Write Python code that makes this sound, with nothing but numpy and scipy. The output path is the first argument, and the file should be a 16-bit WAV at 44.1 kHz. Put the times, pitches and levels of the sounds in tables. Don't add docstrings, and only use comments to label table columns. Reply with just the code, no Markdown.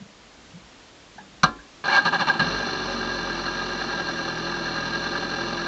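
import sys
import numpy as np
from scipy import signal
from scipy.fft import rfft, irfft
from scipy.io import wavfile

SR = 44100
rng = np.random.default_rng(int(sys.argv[2]) if len(sys.argv) > 2 else 0)


def store_pcm(level_fs):
    pcm = np.round(np.clip(level_fs, -1, 1) * 32767).astype(np.int16)
    wavfile.write(sys.argv[1], SR, np.atleast_2d(pcm).T)


N = 250047
TIME = np.arange(N) / SR
BINS = np.fft.rfftfreq(16384, 1 / SR)

# centre in Hz, half width in Hz, relative level in dB.
FRAME_MODES = [(553.5, 30.4, -10.5), (633, 49, -16), (780.6, 44, -11), (836, 21, -14.5), (978, 112, -12),
               (1110, 11, -12), (1209.6, 50.4, -7), (1344, 59, -12), (1446, 84, -17), (1613.7, 26, 1),
               (1704, 55, -8.5), (1926, 130, -24.5), (2306, 100, -19.5), (2427, 21, -20),
               (2791, 118, -14.5), (3095, 78, -20), (3526, 77, -14), (3840, 36, -15), (4095, 105, -9),
               (4328, 42, -8), (4680, 64, -19.5), (4970, 170, -23), (5310, 70, -24), (5740, 140, -19.5),
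               (5980, 830, -40), (6100, 99, -23.5), (6300, 150, -57), (8300, 210, -58)]
# centre in Hz, half width in Hz, relative level in dB.
PIPE_MODES = [(97, 38, -15.5), (123.8, 15, -5), (166.7, 16, 3.5), (210, 15, -2), (235.2, 13.4, 4.5),
              (250, 19, 0), (287.5, 12, 1), (303.6, 7.6, 0), (340.6, 10.7, 3.5), (370.3, 18.7, 0.5),
              (386, 29, -9), (434.7, 26, -0.5), (541.3, 9.6, -5)]
CYLINDER_LEVELS = [0.7, -2, -3, -3.5]


def amp(db):
    return 10 ** (np.asarray(db) / 20)


def unit(x):
    return x / np.sqrt(np.mean(x ** 2) + 1e-20)


def curve(rows, axis=1):
    rows = np.asarray(rows)
    return np.interp(TIME, rows[:, 0], rows[:, axis])


def slope(points):
    hz, db = np.transpose(points)
    return amp(np.interp(np.log(BINS + 1), np.log(hz), db))


def peaks(modes):
    power = sum((amp(db) / (1 + ((BINS - hz) / width) ** 2)) ** 2 for hz, width, db in modes)
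    return np.sqrt(power)


def colour(x, gain):
    log_gain = np.log(np.maximum(np.r_[gain, gain[-2:0:-1]], 1e-6))
    response = np.fft.ifft(np.exp(np.conj(signal.hilbert(log_gain)))).real[:len(gain)]
    response = response / np.linalg.norm(response)
    return signal.oaconvolve(x, response)[:N]


def wander(hz):
    coarse = TIME[::16]
    rates = np.fft.rfftfreq(len(coarse), coarse[1])
    spectrum = rfft(rng.standard_normal(len(coarse))) * np.exp(-(rates / hz) ** 2)
    return np.interp(TIME, coarse, unit(irfft(spectrum, len(coarse))))


def strikes(turns, spread_db, jitter):
    at = np.flatnonzero(np.diff(np.floor(turns)) > 0)
    size, late = np.clip(rng.standard_normal((len(at), 2)), -2, 2).T
    moved = np.clip(at + (late * jitter * SR).astype(int), 0, N - 1)
    out = np.zeros(N)
    out[moved] = amp(spread_db * size + np.resize(CYLINDER_LEVELS, len(at)))
    return unit(out)


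def scrape(hits, decay):
    power = signal.lfilter([1], [1, -np.exp(-1 / (decay * SR))], hits ** 2)
    return unit(np.sqrt(power) * rng.standard_normal(N))


def burst(s, decay):
    age = np.clip((TIME - s) / decay, 0, 20)
    return np.exp(-age) * (1 - np.exp(-10 * age))


def swell(s, width):
    return np.exp(-((TIME - s) / width) ** 2)


def pit_lane():
    # frequency in Hz, relative level in dB per Hz.
    air_spectrum = [(12, -38), (20, -21), (49, -1), (81, -9), (327, -6), (391, -10), (422, -8), (572, -10),
                    (952, -12), (1110, -12), (2090, -14.5), (3480, -15), (7270, -21.5), (8680, -43.5),
                    (11300, -68.5), (19100, -120)]
    level_db = -50 + 0.5 * wander(5)
    return amp(level_db) * colour(rng.standard_normal(N), slope(air_spectrum))


def thuds():
    # start in seconds, relative level in dB, pitch in Hz, decay in seconds.
    thud_rows = [(.001, -35, 195, 0.039), (.536, -41.5, 173, 0.03), (.554, -40, 184, 0.035),
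                 (1.15, -47, 194.5, 0.14), (1.434, -16.5, 164.5, 0.011), (2.397, -26, 166, 0.012),
                 (2.416, -16, 162, 0.012), (2.452, -23.5, 167.1, 0.023)]
    rise_s, rough = 0.005, 0.55
    body = 1 + rough * (wander(60) + 1j * wander(60))
    out = np.zeros(N)
    for s, db, hz, decay in thud_rows:
        age = np.clip(TIME - s, 0, 20 * decay)
        envelope = np.exp(-age / decay) * (1 - np.exp(-age / rise_s))
        hum = (body * np.exp(2j * np.pi * hz * age)).imag
        out += amp(db + 1) * envelope * hum
    return out


def taps():
    # start in seconds, pitch in Hz, relative level in dB, decay in seconds.
    tap_rows = [(1.181, 845, -39, 0.016), (1.181, 1665, -43, 0.019), (1.588, 1610, -45, 0.018)]
    out = np.zeros(N)
    for s, hz, db, decay in tap_rows:
        ping = np.sin(2 * np.pi * hz * (TIME - s) + wander(110))
        out += amp(db + 6) * burst(s, decay) * ping
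    return out


def knocks():
    # start in seconds, relative level in dB, contact decay in seconds.
    contacts = [(1.431, -29, .002), (1.4336, -3.5, 0.0036), (1.4389, -4.5, 0.0027), (1.4426, -16, 0.0019),
                (1.447, -19, 0.0019)]
    # pitch in Hz, relative level in dB, time to fall 60 dB in seconds.
    metal_modes = [(49.3, -18, 0.68), (154, -6, 0.21), (220, -8, 0.28), (288, -17, 0.57), (740, -2.5, 0.22),
                   (836, -13, 0.31), (1034, -7, 0.35), (1140, -13, 0.37), (1207, -1.5, 0.18),
                   (1315, -6.5, .22), (1380, -2.5, 0.24), (1603, 2, .14), (1720, -15, 0.35),
                   (2340, -22, 0.35)]
    # frequency in Hz, gain in dB.
    crack_tilt = [(450, -21), (600, -10), (800, 4), (1100, 6), (1400, 4.5), (1620, 1), (2300, -2.5),
                  (4200, -4), (6000, 1), (8000, -8)]
    # frequency in Hz, gain in dB.
    buzz_tilt = [(60, -8), (200, -3), (500, -2.5), (1300, 0), (2000, -10), (4300, -8.5), (7000, -22)]

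    contact = sum(amp(db) * burst(s, decay) for s, db, decay in contacts)
    force = amp(-1.5) * contact * rng.standard_normal(N)
    for s, db, _ in contacts:
        force[round(s * SR)] += amp(db + 13)
    crack = colour(force, peaks(FRAME_MODES) * slope(crack_tilt))

    start = contacts[1][0]
    age = np.maximum(TIME - start, 0)
    ring = np.zeros(N)
    for hz, db, t60 in metal_modes:
        level_db = db - 60 * age / t60 + 2 * wander(70)
        ring += amp(level_db) * np.sin(2 * np.pi * (hz * age + rng.random()))
    ring *= 1 - np.exp(-age / 0.00095)

    buzz_noise = burst(start, decay=0.022) * rng.standard_normal(N)
    buzz = colour(buzz_noise, np.sqrt(peaks(FRAME_MODES)) * slope(buzz_tilt))
    boom_noise = burst(start, decay=0.06) * rng.standard_normal(N)
    boom = colour(boom_noise, np.sqrt(peaks(PIPE_MODES)))
    return amp(1.5) * crack + amp(-20.5) * ring + amp(-16.5) * buzz + amp(-30.5) * boom


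def starter():
    # time in seconds, gear whine in Hz outside the compressions, relative load in dB.
    cranking = [(1.839, 899.3, -23.5), (1.885, 1602, -19), (1.918, 2336, -17.5), (1.958, 2227, -14),
                (1.99, 1622, -20), (2.03, 1699, -27.5), (2.38, 1775, -26)]
    # start in seconds, length in seconds, relative grinding level in dB, relative ring level in dB.
    strokes = [(1.963, 0.045, -32.5, -11), (2.049, 0.051, -18.5, -17), (2.121, .055, -21.5, -11),
               (2.194, 0.05, -19, -20), (2.269, .056, -19.5, -11), (2.337, 0.035, -35, -29),
               (2.393, 0.031, -14.5, -22)]
    # share of the whine frequency, relative level in dB.
    gear_tones = [(1 / 4, 1.3), (3 / 8, 0), (1 / 2, 0), (3 / 4, -7), (5 / 4, -15)]
    # centre in Hz, half width in Hz, relative level in dB.
    whine_modes = [(1650, 85, 7), (2320, 110, -7.5)]
    # frequency in Hz, gain in dB.
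    gear_tilt = [(450, -12.5), (600, -6), (800, 2), (1200, -0.5), (1620, 1), (2300, 1), (3000, 0),
                 (4200, -3), (6000, -8.5), (7000, 0.5), (8000, 0.5)]

    engage_s, release_s = 0.003, 0.03
    start, end = cranking[0][0], cranking[-1][0]
    engaged = np.clip((TIME - start) / engage_s + 0.5, 0, 1)
    engaged = engaged * np.exp(-np.maximum(TIME - end, 0) / release_s)
    bite = amp(-19) * burst(start + engage_s, 0.0073)
    load = engaged * amp(curve(cranking, axis=2)) + bite

    strain, ring_level, sag = np.zeros((3, N))
    for s, length, db, ring_db in strokes:
        stroke = np.clip((TIME - s) / length, 0, 1)
        strain += amp(db) * abs(np.sin(np.pi * stroke ** 0.58))
        sag += (TIME > s) * (1 - stroke)
        ring_level += amp(ring_db) * swell(s + 0.6 * length, 0.013)

    mesh_hz = curve(cranking) * (1 + 0.5 * sag) + 30 * wander(120)
    mesh = np.cumsum(mesh_hz) / SR
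    teeth = scrape(strikes(mesh / 4, spread_db=1.0, jitter=0.00015), decay=0.00064)
    gears = np.zeros(N)
    for share, db in gear_tones:
        gears += amp(db + 2 * wander(50)) * np.sin(2 * np.pi * (share * mesh + rng.random()))
    gears = unit(gears)
    grinding = (load + strain) * (amp(-3) * teeth + amp(-13.5) * gears)
    grind = colour(grinding, peaks(FRAME_MODES) * slope(gear_tilt))

    rumble_level = amp(-11.5) * np.minimum(load, amp(-25)) + amp(-19) * strain
    rumble = colour(rumble_level * rng.standard_normal(N), peaks(PIPE_MODES))
    pump_hz = 175 + 20 * wander(69)
    pumping = amp(-11.5) * strain * np.sin(2 * np.pi * np.cumsum(pump_hz) / SR)

    free = load * np.clip((strokes[0][0] - TIME) / engage_s, 0, 1)
    resonance = np.interp(curve(cranking), BINS, peaks(whine_modes))
    whine = amp(-2.5) * free * resonance * np.sin(2 * np.pi * mesh)

    ring_hz = 1605 + 40 * sag + 25 * wander(158)
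    ring = ring_level * np.sin(2 * np.pi * np.cumsum(ring_hz) / SR)
    chatter = 1 + 0.068 * np.cos(2 * np.pi * mesh / 8) + 0.077 * wander(350)
    return amp(-3) * grind + rumble + pumping + amp(-1.5) * chatter * (whine + ring)


CATCH_S = 2.412


def flare():
    settle_s = 0.27
    return np.exp(-np.maximum(TIME - CATCH_S, 0) / settle_s)


def firing_turns():
    # time in seconds, firings a second.
    speed = [(2.45, 49.5), (2.54, 49.6), (2.79, 46.5), (3.01, 46.7), (3.3, 42.3), (3.6, 45.3), (3.98, 44.6),
             (4.34, 40), (4.51, 43.8), (4.73, 40.6), (5.08, 43.6), (5.6, 43), (5.67, 42.7)]
    return np.cumsum(curve(speed) * (1 + 0.007 * wander(14))) / SR


def exhaust(turns):
    # frequency in Hz, gain in dB.
    puff_tilt = [(130, -4.5), (175, -5.5), (215, -2.5), (540, -3)]
    # multiple of the firing rate, relative level in dB.
    order_rows = [(2, 5.5), (3, 3), (4, 0.5), (5, -1), (6, -8.5), (7, -5), (8, 2), (9, -4), (10, -4)]
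    # time in seconds, relative level in dB.
    shake_levels = [(2.42, -46), (2.57, -36), (2.66, -50.5), (2.85, -40.5), (3.76, -43), (4.25, -50.5),
                    (4.5, -45.5), (5.67, -45.5)]

    puffs = strikes(turns, spread_db=4.0, jitter=0.00079)
    pistons = strikes(2 * turns + 0.281, spread_db=3, jitter=0.00069)
    pistons = pistons + strikes(3 * turns + 0.607, spread_db=0.5, jitter=0.0006)
    putter = unit(colour(puffs + amp(-0.5) * pistons, peaks(PIPE_MODES) * slope(puff_tilt)))

    uneven = turns + 0.006 * wander(22)
    orders = np.zeros(N)
    for multiple, db in order_rows:
        phase = 2 * np.pi * (round(multiple) * uneven + rng.random())
        orders += amp(db + 1.4 * wander(5.4)) * np.cos(phase)
    tones = unit(colour(orders, peaks(PIPE_MODES)))

    shake = amp(curve(shake_levels) - 0.5) * np.sin(2 * np.pi * turns)
    level_db = -36 + 4 * flare()
    return amp(level_db) * (amp(-1) * putter + amp(-3) * tones) + shake


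def surging(turns):
    # time in seconds, extra level in dB.
    surge_rows = [(3.475, 4.5), (3.82, 4.5), (3.995, 6.5), (4.95, 7), (5.06, 4.5), (5.17, 5.5),
                  (5.232, 6.5)]
    cycle = 2 * np.cos(2 * np.pi * turns / len(CYLINDER_LEVELS))
    sway = cycle + wander(14)
    surge_s, lull_after_s, lull_s, lull_share = 0.016, 0.047, 0.015, 0.9
    surges = np.zeros(N)
    for s, db in surge_rows:
        surges += db * (swell(s, surge_s) - lull_share * swell(s + lull_after_s, lull_s))
    return (1 - flare()) * sway + surges


def clatter(turns):
    # frequency in Hz, gain in dB.
    rattle_tilt = [(400, -4.5), (1000, -5.5), (1450, 3), (1620, -2.5), (1900, 7), (2400, -13), (8000, -15)]
    # frequency in Hz, gain in dB.
    valve_tilt = [(400, 2), (1000, -1), (1350, -3.5), (1620, -4), (2200, -0.5), (8000, -4)]

    backlash = scrape(strikes(turns + 0.2, spread_db=1, jitter=0.0017), decay=0.01)
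    rattle = unit(colour(backlash, peaks(FRAME_MODES) * slope(rattle_tilt)))
    sing_hz = 1615 + 35 * wander(88.5)
    sing = np.sin(2 * np.pi * np.cumsum(sing_hz) / SR)
    sing = (1 + 0.35 * np.cos(2 * np.pi * turns)) * sing

    tappets = strikes(4 * turns, spread_db=1.0, jitter=0.0005)
    ticks = scrape(tappets, decay=0.0026) + amp(-5) * tappets
    chain = (1 + 0.5 * np.cos(2 * np.pi * turns)) * rng.standard_normal(N)
    valves = unit(colour(ticks + amp(-1) * chain, peaks(FRAME_MODES) * slope(valve_tilt)))

    surge = surging(turns)
    rattle_db = -34.5 + 4 * flare() + surge
    valves_db = -31 + 3.5 * flare() + 0.2 * surge
    gears = amp(-2) * rattle + amp(-7) * sing
    return amp(rattle_db) * gears + amp(valves_db) * valves


def scene():
    turns = firing_turns()
    caught = np.clip((TIME - CATCH_S) / 0.013, 0, 1)
    engine = caught * (exhaust(turns) + clatter(turns))
    mix = pit_lane() + thuds() + taps() + knocks() + starter() + engine
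    return mix[None]


def record(dry):
    ceiling, edge_hz = 0.9, 8350
    low_pass = signal.firwin(255, edge_hz, window=("kaiser", 8), fs=SR)
    limited = ceiling * np.tanh(dry / ceiling)
    return signal.oaconvolve(limited, low_pass[None], "same")


dry = scene()
out = record(dry)
store_pcm(out)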